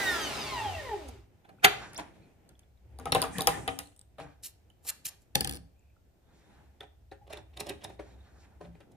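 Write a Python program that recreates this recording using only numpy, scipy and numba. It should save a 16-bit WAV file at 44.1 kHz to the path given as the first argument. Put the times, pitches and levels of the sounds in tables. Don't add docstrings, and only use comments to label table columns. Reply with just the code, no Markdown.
import sys
import numpy as np
from scipy import signal
from scipy.fft import rfft, irfft, next_fast_len
from scipy.io import wavfile
from scipy.ndimage import uniform_filter1d
from numba import njit

SR = 44100
rng = np.random.default_rng(int(sys.argv[2]) if len(sys.argv) > 2 else 0)


def persist_wave(psi):
    counts = np.round(np.clip(psi, -1, 1) * 32767).astype(np.int16)
    wavfile.write(sys.argv[1], SR, np.atleast_2d(counts).T)


def voltage_ratio(decibels):
    exponent = np.asarray(decibels, float) / 20
    return 10 ** exponent


N = 395117
TIME = np.arange(N) / SR

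# t/s, commutator rate f/Hz, whine level/dB
COAST = [
    (0.0, 2032, -35.5),
    (0.12, 1784, -36),
    (0.33, 1384, -43),
    (0.62, 878.5, -47),
    (0.812, 584.6, -54),
    (0.945, 396.6, -50.5),
    (1.0, 324.4, -63),
    (1.142, 201.7, -60),
    (1.32, 73.1, -60),
]
# multiple of the rate [1], level/dB
ORDERS = [(1.0, -2), (1.19, -17), (2.0, -5), (2.38, -12), (3.0, -3), (3.57, -12), (3.86, -13), (4.0, -1),
          (4.76, -13), (5.0, -7), (6.0, -11), (7.0, -13), (7.14, -14), (8.0, -15), (8.3, -16)]
# f/Hz, width [Hz], level/dB
HOUSING = [(268.3, 55, 13), (404, 36, 23.5), (630, 52, 19.5), (833, 69, 22.5), (1032, 50, 12),
           (1852, 76, 14), (2726, 67, 8), (3190, 180, 6), (3700, 140, -1), (4200, 400, 3.5),
           (4970, 180, -4.5), (5710, 900, -1), (6540, 220, -12), (9130, 2900, 0.5)]
# f/Hz, width [Hz], level/dB
BELT_COVER = [(1360, 170, 5), (2750, 300, 0)]
# f/Hz, density level/dB [per Hz]
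RATTLE = [(59, -23), (100, -7.5), (1230, -8.5), (1330, -9), (1610, -12.5), (1830, -12.5), (2170, -8.5),
          (10700, -21), (11900, -39.5), (13500, -17), (16000, -74)]
# f/Hz, density level/dB [per Hz]
RUMBLE = [(25, -32.5), (45, -17), (60, -2.5), (68, 2), (80, -6), (110, -9), (160, -33.5)]


def motor():
    stop_s = COAST[-1][0]
    n = int(stop_s * SR)
    hz, whine_db = curves(COAST, n)
    speed = hz / hz[0]
    bearings_free_hz = 170
    rattle_db = -30 + 20.5 * np.log10(speed) - 20 * np.log10(1 + (bearings_free_hz / hz) ** 4)
    desk_hz, shake_db_per_octave = 656, 12.5
    shake_db = -45.5 - shake_db_per_octave * np.abs(np.log2(hz / desk_hz))

    phase = 2 * np.pi * np.cumsum(hz * (1 + 0.002 * walk(60, n))) / SR
    swell = 1 + 0.7 * np.sin(phase / 10)
    upper = 1 / (1 + (490 / hz) ** 4)
    orders = np.zeros(n)
    for k, db in ORDERS:
        edge = upper * swell if k > 2.2 else swell ** 0.3
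        unsteady_db = min(1.5 + 3.5 * (k - 1), 4.0) * walk(60, n)
        jitter = (0.25 + 0.12 * k) * walk(150, n)
        orders += edge * voltage_ratio(db + unsteady_db) * np.sin(k * phase + jitter)
    belt = speed ** 2 * (np.sin(4 * phase / 5) + 0.3 * np.sin(8 * phase / 5))
    whine = resonate(orders, HOUSING) + voltage_ratio(-4) * orders + resonate(belt, BELT_COVER)
    whine = voltage_ratio(whine_db) * np.clip(hz / 240, 0, 1) ** 3 * whine

    shaft = phase / 8
    grit = noise(RATTLE, n) * (1 + 0.11 * np.sin(shaft))
    rattle = unit(grit + voltage_ratio(-5.0) * resonate(grit, HOUSING)) + 1.26 * spread(RATTLE, 0.2, n)
    dull = signal.lfilter(*signal.butter(1, 1500, fs=SR), rattle)
    rattle = voltage_ratio(rattle_db - 7.5) * (dull + (rattle - dull) * speed ** 0.11)

    shake = resonate(np.sin(shaft), [(87.5, 56, 9.4)])
    shake = shake + resonate(noise(RUMBLE, n), [(87.2, 11, 6.8)]) + 0.5 * noise(RUMBLE, n)
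    running = np.clip((stop_s - TIME[:n]) / 0.06, 0, 1)
    return place(running * (whine + voltage_ratio(shake_db) * shake + rattle), lag=1, scatter_db=-28.0)


# t/s, crack level/dB, body level/dB, shell level/dB
LATCH = [
    (1.0859, -42, -42.5, -60.5),
    (1.4503, -66, -59.5, -61),
    (1.4925, -60, -52.5, -56),
    (1.6469, -5.5, -15.5, -5.5),
    (1.986, -57, -38, -40),
    (1.996, -62, -45, -38),
]
# t/s, crack level/dB, body level/dB, shell level/dB
TICKS = [
    (1.9037, -75, -55, -65),
    (1.933, -47, -64, -70),
    (1.946, -43.5, -72, -65),
    (1.978, -34.5, -70, -70),
    (1.995, -44, -70, -68),
    (2.006, -50.5, -64.5, -76),
    (2.491, -52, -78.5, -74),
    (2.593, -55.5, -77, -78),
]
# f/Hz, level/dB, t60 [s]
MACHINE = [(244, -6.5, .1), (430, -3, 0.087), (686, -12, 0.11), (743, 5, 0.16), (817, 1.5, 0.14),
           (990, -2, 0.032)]


def latch():
    snap = blows(LATCH, MACHINE, lag=13, pan=-2.4, length=0.65, rise_s=0.0064, crack_s=0.0054,
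                 crack_db=1.5, body_db=5.0, shell_db=4.0, rough=0.12, shell_t60=0.12)
    ticks = blows(TICKS, MACHINE, lag=4, pan=-0.72, length=0.98, rise_s=0.00063, crack_s=0.002,
                  crack_db=9.0, body_db=-7.0, shell_db=11.5, rough=0.53, shell_t60=0.25)
    return snap + ticks


# t/s, crack level/dB, body level/dB, shell level/dB
LIFT = [(2.9877, -44, -46.5, -65), (2.9977, -41.5, -43.5, -76), (3.056, -32.5, -35.5, -41),
        (3.0688, -64.5, -34.5, -56), (3.1211, -15, -26, -21.5), (3.1488, -18, -22, -27),
        (3.218, -15.5, -35, -49), (3.2254, -18.5, -46, -43), (3.2394, -32.5, -31.5, -36),
        (3.3626, -65, -48, -53.5), (3.3837, -25, -44, -37), (3.4077, -20, -33, -57.5),
        (3.4194, -20, -49, -55), (3.472, -7, -21.5, -19.5), (3.678, -27.5, -28.5, -27.5),
        (3.7893, -23.5, -42, -42), (3.8349, -56, -68.5, -74), (3.855, -60, -68.5, -73.5),
        (3.873, -51, -76, -63), (3.9197, -62, -70.5, -68.5), (3.9634, -53, -78.5, -80.5),
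        (3.9925, -45.5, -81.5, -84), (4.0135, -51, -89, -88), (4.184, -55, -45, -53),
        (4.1997, -52, -38.5, -61.5), (4.7007, -56, -81, -73), (4.8507, -47.5, -57, -66.5)]
# f/Hz, level/dB, t60 [s]
DESK = [(170.1, -4, 0.31), (277.6, -5, 0.53), (411.7, -0.5, 0.011), (480.2, 2, 0.13), (653, -3, 0.1),
        (775, 4, 0.14), (1072, 0, 0.013), (1232.6, -2, 0.036)]


def lifted_scissors():
    return blows(LIFT, DESK, lag=-13, pan=1.5, length=1.07, rise_s=0.00055, crack_s=0.00063,
                 crack_db=5.5, body_db=7.5, shell_db=6.5, rough=0.93, shell_t60=0.098)


# t/s, crack level/dB, body level/dB, shell level/dB
DROP = [
    (5.3547, -6, -28, -31.5),
]


def bounces(count):
    flight_s, rock_s, spring = 0.0534, 0.007, 0.67
    bounce_db, db_per_decade = (-12.5, -38, -40.5), (28, 21.5, 28.5)
    flight = rock_s + (flight_s - rock_s) * spring ** np.arange(count)
    db = np.array(bounce_db) + np.outer(np.log10(flight / flight_s), db_per_decade)
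    return np.column_stack([DROP[0][0] + np.cumsum(flight), db]).tolist()


# f/Hz, level/dB, t60 [s]
THUMP = [(139, 4, 0.25), (201, 2.5, 0.14), (340, -4, 0.136)]


def dropped_scissors():
    return blows([*DROP, *bounces(count=11)], [*DESK, *THUMP], lag=9, pan=-0.7, length=0.8,
                 rise_s=0.002, crack_s=0.0012, crack_db=2.0, body_db=9.5, shell_db=16.5,
                 rough=0.67, shell_t60=0.055)


# t/s, crack level/dB, body level/dB, shell level/dB
SEAT = [(6.832, -52.5, -55.5, -51.5), (7.2744, -56, -59, -52), (7.3029, -50, -59, -46.5),
        (7.3311, -33.5, -50, -34.5), (7.3731, -39.5, -55, -47), (7.5389, -68.5, -69, -58),
        (7.5731, -35, -57, -38.5), (7.6038, -21.5, -44, -29.5), (7.6686, -34.5, -48, -41),
        (7.6946, -23, -45, -32), (7.8178, -62, -60.5, -49), (7.8434, -26, -48, -37),
        (7.8971, -50, -52.5, -48.5), (8.6495, -68.5, -57.5, -52), (8.9188, -54, -74.5, -84.5)]
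# t/s, crack level/dB, body level/dB, shell level/dB
KNOCK = [
    (6.8064, -36.5, -58.5, -42.5),
    (7.116, -47, -53, -46.5),
    (7.9927, -59.5, -46, -52),
    (8.6074, -62, -52.5, -70),
    (8.7504, -67, -65, -61),
    (8.8049, -47, -62, -52.5),
]
# f/Hz, level/dB, t60 [s]
CASE = [(321.4, 0.5, 0.18), (415.4, 10, 0.091), (517, 9, 0.042), (596, 11, 0.075), (711, 5, 0.084),
        (779, 8.5, 0.056), (780, -18.5, 0.031)]


def bobbin_case():
    seat = blows(SEAT, CASE, lag=-1, pan=-3.6, length=1.64, rise_s=0.0088, crack_s=0.0042,
                 crack_db=-4.0, body_db=13.5, shell_db=2, rough=1.0, shell_t60=0.069)
    knock = blows(KNOCK, CASE, lag=-1, pan=-0.32, length=1.0, rise_s=0.0013, crack_s=0.002,
                  crack_db=-6.5, body_db=15.5, shell_db=2.0, rough=0.99, shell_t60=0.12)
    return seat + knock


# f/Hz, density level/dB [per Hz]
CRACK = [(1760, -35.5), (3000, -4.5), (4380, 0), (6470, -4), (7600, -3), (10200, 2), (11700, -3),
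         (13600, -1), (16200, -23), (17000, -20.5)]


def blows(events, modes, lag, pan, length, rise_s, crack_s, crack_db, body_db, shell_db, rough, shell_t60):
    lead = 1024
    out, t = np.zeros((2, N + 8192)), np.arange(6144) / SR
    size = len(t)
    hz, db, t60 = np.transpose(modes)
    for s, crack, body, shell in events:
        chance, crowd = rng.standard_normal((2, len(modes))), rng.random((2, 64))
        low = ring(hz * (1 + 0.032 * chance[0]), db + 2.8 * chance[1], t60 * length, size)
        minor_hz, minor_db = 240 * 5.0 ** crowd[0, :16], -9 - 7 * crowd[1, :16]
        low = low + ring(minor_hz, minor_db, np.full(16, 0.07 * length), size)
        low = signal.lfilter(*signal.butter(2, 130, "high", fs=SR), low)
        shell_hz = 1200 * 3.7 ** crowd[0]
        high = ring(shell_hz, -7 * crowd[1], shell_t60 * length * (1500 / shell_hz) ** 0.8, size)
        buzz = signal.lfilter(*signal.butter(1, 160, fs=SR), rng.standard_normal((2, size)))
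        buzz = buzz / buzz.std() * np.minimum(t / 0.0016, 1)
        low = low * (1 + rough * 0.4 * buzz[0])
        high = high * (1 + rough * buzz[1])
        tick = noise(CRACK, size) * (np.exp(-t / crack_s) + 0.05 * np.exp(-t / (0.025 * length)))
        layers = zip((tick, low, high), (crack + crack_db, body + body_db, shell + shell_db))
        tick, low, high = (np.pad(voltage_ratio(level) * x / np.abs(x).max(), (lead, 0)) for x, level in layers)
        backwards = (low + high + tick)[2 * lead - 1:lead - 1:-1]
        high[:lead] = 0.85 * backwards * np.exp(-t[lead:0:-1] / rise_s)
        bright = tick + high
        hit = low + np.array([np.roll(bright, max(lag, 0)), np.roll(bright, max(-lag, 0))])
        i = int(s * SR) - lead
        out[:, i:i + lead + size] += hit * voltage_ratio(np.array([[pan], [-pan]]) / 2)
    return place(out[:, :N], lag=0, scatter_db=-18.5)


# t/s, peak level/dB, f/Hz, left minus
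# right [dB]
LONG_RINGS = [(1.647, -6.5, 757.5, 12), (1.986, -27.5, 970, 1), (3.057, -28.5, 1270, 6),
              (3.123, -34, 850, 12), (3.149, -19.5, 1033, 10), (3.218, -25, 1000, 8), (3.383, -23, 482, 1.5),
              (3.473, -24, 498, 7), (3.681, -26, 788, 8), (3.791, -35.5, 508, 3.0), (4.187, -32, 609, 2.5),
              (5.355, -20.5, 800, 14), (5.407, -30, 804, 13), (5.446, -28.5, 786, 12.5),
              (6.806, -48, 700, -4), (7.115, -39.5, 763, -0.5), (7.212, -41.5, 813, 1.5),
              (7.302, -39, 638, -8.5), (7.33, -35, 415, -6), (7.572, -42.5, 384, 4), (7.604, -34.5, 771, -5),
              (7.694, -21.5, 387, -1), (7.843, -28, 757, -4), (7.896, -36, 395, -1),
              (7.992, -30.5, 383.5, 3), (8.608, -44, 593, -1),
              (1.652, -12.5, 404, -3), (1.995, -24.5, 302, 0), (3.121, -25.5, 5500, -8),
                (3.155, -24, 730, 8), (3.24, -26, 1139, 5.5), (3.39, -24.5, 1074, 9),
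                (3.475, -17.5, 1010, 9), (5.36, -28, 445, 8), (7.604, -42, 406, 0), (7.70, -47, 635, 0),
                (7.994, -47, 1123, -4), (8.608, -43.5, 1013, -0.5), (8.61, -41, 300, 0),
                (8.65, -50.5, 433, -4)]
# t/s, peak level/dB, f/Hz, left minus right [dB]
HIGH_RINGS = [(1.6472, -3, 2032, -8), (3.056, -42, 2180, 11), (3.1216, -14, 4220, 8),
              (3.1484, -16, 3720, -5), (3.22, -29, 4000, 0.0), (3.4087, -30, 4570, -3),
              (3.471, -26, 3540, 9), (3.6782, -23.5, 3650, 11), (4.7012, -49, 3000, -6),
              (5.0574, -23, 6260, -5.5), (5.3543, -27, 4460, 1), (5.4081, -28, 4550, -5),
              (5.4452, -26, 6130, -8), (6.8069, -34, 3475, -3), (7.1137, -46.5, 3880, 0),
              (7.3327, -32, 2400, -2.5), (7.3721, -34, 3530, -5), (7.5732, -30, 3700, 1.5),
              (7.6047, -29, 3850, -1.0), (7.6944, -22, 3790, -6), (7.71, -28.5, 2500, 1),
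              (7.847, -28, 3680, 4), (7.847, -36.5, 1730, 0), (7.9932, -40.5, 2180, -1)]
# t/s, peak level/dB, f/Hz, left minus right [dB]
FAINT_RINGS = [(1.585, -49, 1400, 3), (1.596, -51, 2483, -4), (2.553, -53.5, 3320, 0.5),
               (2.632, -59, 3400, -1.5), (2.775, -61.5, 3800, -3), (3.835, -45, 4120, 0),
               (3.857, -45, 4120, -0.5), (3.872, -51, 4200, -0.5), (3.918, -57, 4140, 0),
               (4.013, -57.5, 3700, -2.5), (3.967, -46, 8300, 0), (3.976, -53.5, 9050, 0),
               (3.993, -41, 8400, 0), (4.013, -40, 8200, 0), (5.793, -59, 7300, 0), (5.965, -52, 1350, 0),
               (6.333, -63.5, 1604, -0.5), (6.643, -63, 1000, 3.5), (8.72, -62.5, 2000, 1),
               (8.752, -58, 2400, 0), (8.808, -57, 2440, -1)]


def struck_parts():
    low = rings(LONG_RINGS, ring_db=-4, t60=0.075)
    return low + rings([*HIGH_RINGS, *FAINT_RINGS], ring_db=0, t60=0.016)


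def rings(events, ring_db, t60):
    n = 8192
    out = np.zeros((2, N + n))
    for s, db, hz, pan_db in events:
        short = t60 * min(1, 1500 / hz + 0.4)
        partners_hz, partners_db = hz * np.array([1, 1.045, 0.93]), np.array([0.0, -6.0, -9.0])
        x = ring(partners_hz, partners_db, short * np.array([1, 0.7, 0.6]), n)
        x = x * voltage_ratio(3.5 * walk(hz / 8, n)) * np.minimum(TIME[:n] * hz / 5.1, 1)
        sides_db = np.clip(pan_db, -8, 8) * np.array([[0.5], [-0.5]])
        i = int(s * SR)
        out[:, i:i + n] += x * voltage_ratio(db + ring_db + sides_db)
    return out[:, :N]


# start t/s, attack [s], hold [s], release [s], level/dB
SNIPS = [
    (4.424, .014, 0.026, 0.061, -37.5),
    (4.825, 0.046, .02, 0.015, -40),
    (4.872, 0.019, 0.014, 0.0057, -27),
    (5.043, 0.011, 0.0036, 0.039, -35.5),
    (5.05, .016, 0.026, 0.01, -36),
    (5.19, .03, 0.0062, 0.044, -64.5),
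]
# f/Hz, density level/dB [per Hz]
BLADES = [(300, -16.5), (1000, -23), (1900, -17), (3300, -17.5), (10600, -12), (11700, -3), (13500, -12),
          (15900, -32), (17000, -72.5)]
BLADE_BANDS_HZ = [2000, 3200, 4300, 5600, 7000, 8600, 10300, 13000, 15000]


def scissors():
    first, n = int(SNIPS[0][0] * SR), SR
    gritty = noise(BLADES, n) * voltage_ratio(2.2 * walk(700, n))
    grit = np.zeros(N)
    grit[first:first + n] = patchy(gritty, BLADE_BANDS_HZ, rate=110, patchy_db=4.5)
    return place(grit * stroke(SNIPS), lag=1, scatter_db=-23)


# start t/s, attack [s], hold [s], release [s], level/dB
SHEEN = [
    (3.27, 0.063, 0.067, .03, -50.5),
    (3.49, .01, 0.048, 0.46, -53),
    (3.69, 0.015, 0.058, 0.028, -68),
    (3.8, 0.013, 0.038, 0.23, -68),
]
# f/Hz, density level/dB [per Hz]
STEEL = [(3000, -29), (6000, -8), (8500, -1.5), (10800, -6.5), (11700, -27.5), (13500, -10), (14500, -39.5)]


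def sheen():
    return stroke(SHEEN) * patchy(spread(STEEL, 0.42), BLADE_BANDS_HZ, rate=30, patchy_db=-3.5)


# start t/s, attack [s], hold [s], release [s], level/dB
SLIDES = [(1.622, .023, .001, .006, -25), (1.66, .005, .03, .55, -40), (1.975, .013, .014, .065, -41),
          (3.14, .011, .098, .11, -39.5), (3.31, .092, .0021, .01, -36), (3.48, .01, .03, .34, -44),
          (4.17, .025, .03, .2, -50), (4.83, .04, .05, .15, -59), (5.04, .04, .03, .12, -59),
          (6.0, .36, .25, .3, -68), (7.29, .016, .085, .083, -56.5), (7.8, .032, .091, .081, -65),
          (7.995, .0052, .45, .4, -65), (8.602, .0063, .028, .12, -63)]
# f/Hz, density level/dB [per Hz]
SCRAPE = [(180, -42.5), (300, -13.5), (962, -0.5), (2890, -14), (3300, -16), (7690, -19.5), (9570, -24),
          (13400, -35.5), (17000, -59)]
# start t/s, length [s], f/Hz, glide [Hz per
# s], level/dB
SQUEAKS = [(1.955, 0.032, 3700, 127000, -39), (3.335, 0.0602, 1850, 8.3, -44),
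           (3.33, 0.052, 2416, 10, -54.5), (3.499, 0.08, 1850, 8.2, -42), (3.352, 0.063, 184, 9.2, -35.5),
           (4.19, 0.12, 140.8, 12.5, -54), (5.57, 0.1, 170, 0.97, -56), (5.74, 0.21, 2500, 12.5, -77.5),
           (2.2, 0.13, 2450, 10, -71.5), (2.21, 0.072, 4200, 9.7, -77), (6.22, 0.4, 3650, 11.3, -81),
           (7.948, 0.36, 3700, 9.6, -78), (8.61, 0.15, 170, 1, -52.5)]
CLOTH_BANDS_HZ = [800, 1400, 2500, 3700, 6000, 10000]


def slides():
    out = stroke(SLIDES) * patchy(noise(SCRAPE), [450, *CLOTH_BANDS_HZ], rate=28, patchy_db=5.5)
    wobble, flutter = walk(400), walk(220)
    for s, length, hz, glide, db in SQUEAKS:
        now = slice(int(s * SR), int((s + length) * SR))
        t = TIME[now] - s
        phase = 2 * np.pi * np.cumsum((hz + glide * t) * (1 + 0.055 * wobble[now])) / SR
        swell = np.abs(np.sin(np.pi * t / length)) ** 0.56
        out[now] += np.sin(phase) * voltage_ratio(db + 4.2 * flutter[now]) * swell
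    return place(out, lag=2, scatter_db=-19.0)


# t/s, drag level/dB, arm weight level/dB
HANDS = [(1.2, -70, -53), (1.62, -63.5, -81.5), (1.72, -50.5, -57.5), (2.32, -62.5, -66.5),
         (2.71, -73, -65.5), (3.03, -61.5, -49.5), (3.19, -50, -52), (3.6, -45, -57.5), (3.95, -75, -60.5),
         (4.25, -70.5, -62.5), (5.3, -70.5, -65.5), (5.42, -71, -48.5), (6.13, -76, -70.5),
         (6.52, -61, -66.5), (7.12, -78, -56), (7.62, -62, -55.5), (8.79, -65.5, -59.5), (8.96, -65, -68)]
# f/Hz, density level/dB [per Hz]
RUB = [(59, -35), (100, 2), (184, 0), (226, -3), (332, -3), (795, -14.5), (1160, -28), (1500, -21),
       (1950, -52), (3300, -120)]
# f/Hz, density level/dB [per Hz]
RUSTLE = [(470, -28), (800, 4.5), (1390, -14.5), (1720, -2), (3350, -14.5), (4440, -22.5), (10600, -19),
          (11900, -37.5), (13700, -27.5), (17000, -79)]


def hands(struck):
    drag_db, weight_db = curves(HANDS)
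    settle_s, settle_db = 0.0086, (-22, -16, -26.5)
    keep = np.exp(-1 / (settle_s * SR))
    stir = np.sqrt(signal.lfilter([1 - keep], [1, -keep], struck.mean(0) ** 2))
    after = voltage_ratio(np.array(settle_db))[:, None] * stir
    present = np.clip((TIME - HANDS[0][0]) / 0.051, 0, 1)
    rub = (voltage_ratio(drag_db) + after[0]) * voltage_ratio(2.5 * walk(25)) * spread(RUB, 0.6)
    cloth = patchy(spread(RUSTLE, 0.099), CLOTH_BANDS_HZ, rate=12, patchy_db=2.5)
    flutter_db = 1.5 * walk(20) + 0.7 * walk(300)
    rustle = (voltage_ratio(-74.5 + 1.2 * (drag_db + 64.5)) + after[1]) * voltage_ratio(flutter_db) * cloth
    rumble = (voltage_ratio(weight_db) + after[2]) * voltage_ratio(walk(5.4)) * spread(RUMBLE, 0.96)
    return present * (rub + rustle) + rumble


def room(x):
    t60_s, treble_t60_s, treble_db = 0.36, 0.3, -11.5
    t = TIME[:SR // 2]
    tail = rng.standard_normal((2, len(t))) * np.clip((t - 0.004) / 0.0046, 0, 1)
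    bass = signal.lfilter(*signal.butter(1, 2500, fs=SR), tail)
    tail = bass * voltage_ratio(-60 * t / t60_s) + (tail - bass) * voltage_ratio(treble_db - 60 * t / treble_t60_s)
    tail = signal.lfilter(*signal.butter(4, 14200, fs=SR), tail)
    tail = tail / np.sqrt(np.sum(tail ** 2) / 2)
    return voltage_ratio(-14.5) * signal.fftconvolve(x.mean(0)[None], tail, axes=1)[:, :N]


# f/Hz, density level/dB [per Hz]
AIR = [(12, -45.5), (20, -2.5), (78, -6.5), (247, -17), (356, -24.5), (681, -15.5), (983, -28),
       (10200, -36.5), (11800, -47.5), (13600, -27), (17000, -68)]


def still_air():
    return voltage_ratio(-70.5) * spread(AIR, 0.062)


def unit(x):
    return x / np.sqrt(np.mean(x ** 2))


def curves(table, size=N):
    s, *columns = np.transpose(table)
    return [np.interp(TIME[:size], s, c) for c in columns]


def noise(spectrum, size=N):
    hz, db = np.transpose(spectrum)
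    fast = next_fast_len(size)
    f = np.fft.rfftfreq(fast, 1 / SR) + 1
    gain = voltage_ratio(np.interp(np.log(f), np.log(hz), db, left=-90, right=-90))
    return unit(irfft(rfft(rng.standard_normal(fast)) * gain, fast)[:size])


def spread(spectrum, alike, size=N):
    mid, side = noise(spectrum, size), noise(spectrum, size)
    return (np.sqrt(1 + alike) * mid + np.sqrt(1 - alike) * side * np.array([[1], [-1]])) / np.sqrt(2)


def walk(rate, size=N):
    k = int(SR / rate)
    held = np.repeat(rng.standard_normal(size // k + 1), k)
    return 1.3 * uniform_filter1d(uniform_filter1d(held, k), k)[:size]


def patchy(x, bands_hz, rate, patchy_db):
    total = 0
    for hz in bands_hz:
        band = signal.lfilter(*signal.iirpeak(hz, 2, fs=SR), x)
        total = total + voltage_ratio(patchy_db * walk(rate, x.shape[-1])) * band
    return unit(total)


def stroke(rows, size=N):
    total = np.zeros(size)
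    for s, up, hold, down, db in rows:
        corners = np.cumsum([s, up, hold, down])
        total += voltage_ratio(db + np.interp(TIME[:size], corners, [-35, 0, 0, -35], left=-200, right=-200))
    return total


def resonate(x, peaks):
    total = 0
    for k, (hz, width, db) in enumerate(peaks):
        total = total + (-1) ** k * voltage_ratio(db) * signal.lfilter(*signal.iirpeak(hz, hz / width, fs=SR), x)
    return total


@njit
def ring(hz, db, t60, size):
    out = np.zeros(size)
    for k in range(len(hz)):
        z = (-1) ** k * 10 ** (db[k] / 20) + 0j
        p = np.exp(2j * np.pi * hz[k] / SR - np.log(1000) / (t60[k] * SR))
        for i in range(min(size, int(1.5 * t60[k] * SR))):
            out[i] += z.imag
            z *= p
    return out


def place(x, lag, scatter_db):
    n = np.arange(256)
    echo = rng.standard_normal((2, 256)) * voltage_ratio(scatter_db) * np.exp(-n / 70) * (n > abs(lag))
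    echo[0, max(lag, 0)] = echo[1, max(-lag, 0)] = 1
    echo = echo / np.sqrt(np.sum(echo ** 2, axis=1, keepdims=True))
    x, out = x * np.ones((2, 1)), np.zeros((2, N + 255))
    first, last = np.flatnonzero(x[0])[[0, -1]]
    out[:, first:last + 255] = signal.fftconvolve(x[:, first:last], echo, axes=1)
    return out[:, :N]


def scene():
    struck = latch() + lifted_scissors() + dropped_scissors() + bobbin_case() + struck_parts()
    near = motor() + struck + scissors() + sheen() + slides()
    near = signal.sosfilt(signal.butter(3, 55, "high", fs=SR, output="sos"), near)
    return near + room(near) + hands(struck) + still_air()


def top_cut(x):
    return signal.sosfilt(signal.butter(12, 17160, fs=SR, output="sos"), x)


def record(dry):
    dip = signal.sosfilt(signal.butter(2, [11100, 12450], "bandstop", fs=SR, output="sos"), dry)
    dip = signal.sosfilt(signal.butter(6, 15800, fs=SR, output="sos"), dip)
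    rounded = 0.9 * np.tanh((0.92 * dip + 0.08 * dry) / 0.9)
    return top_cut(rounded)


dry = scene()
out = record(dry)
persist_wave(out)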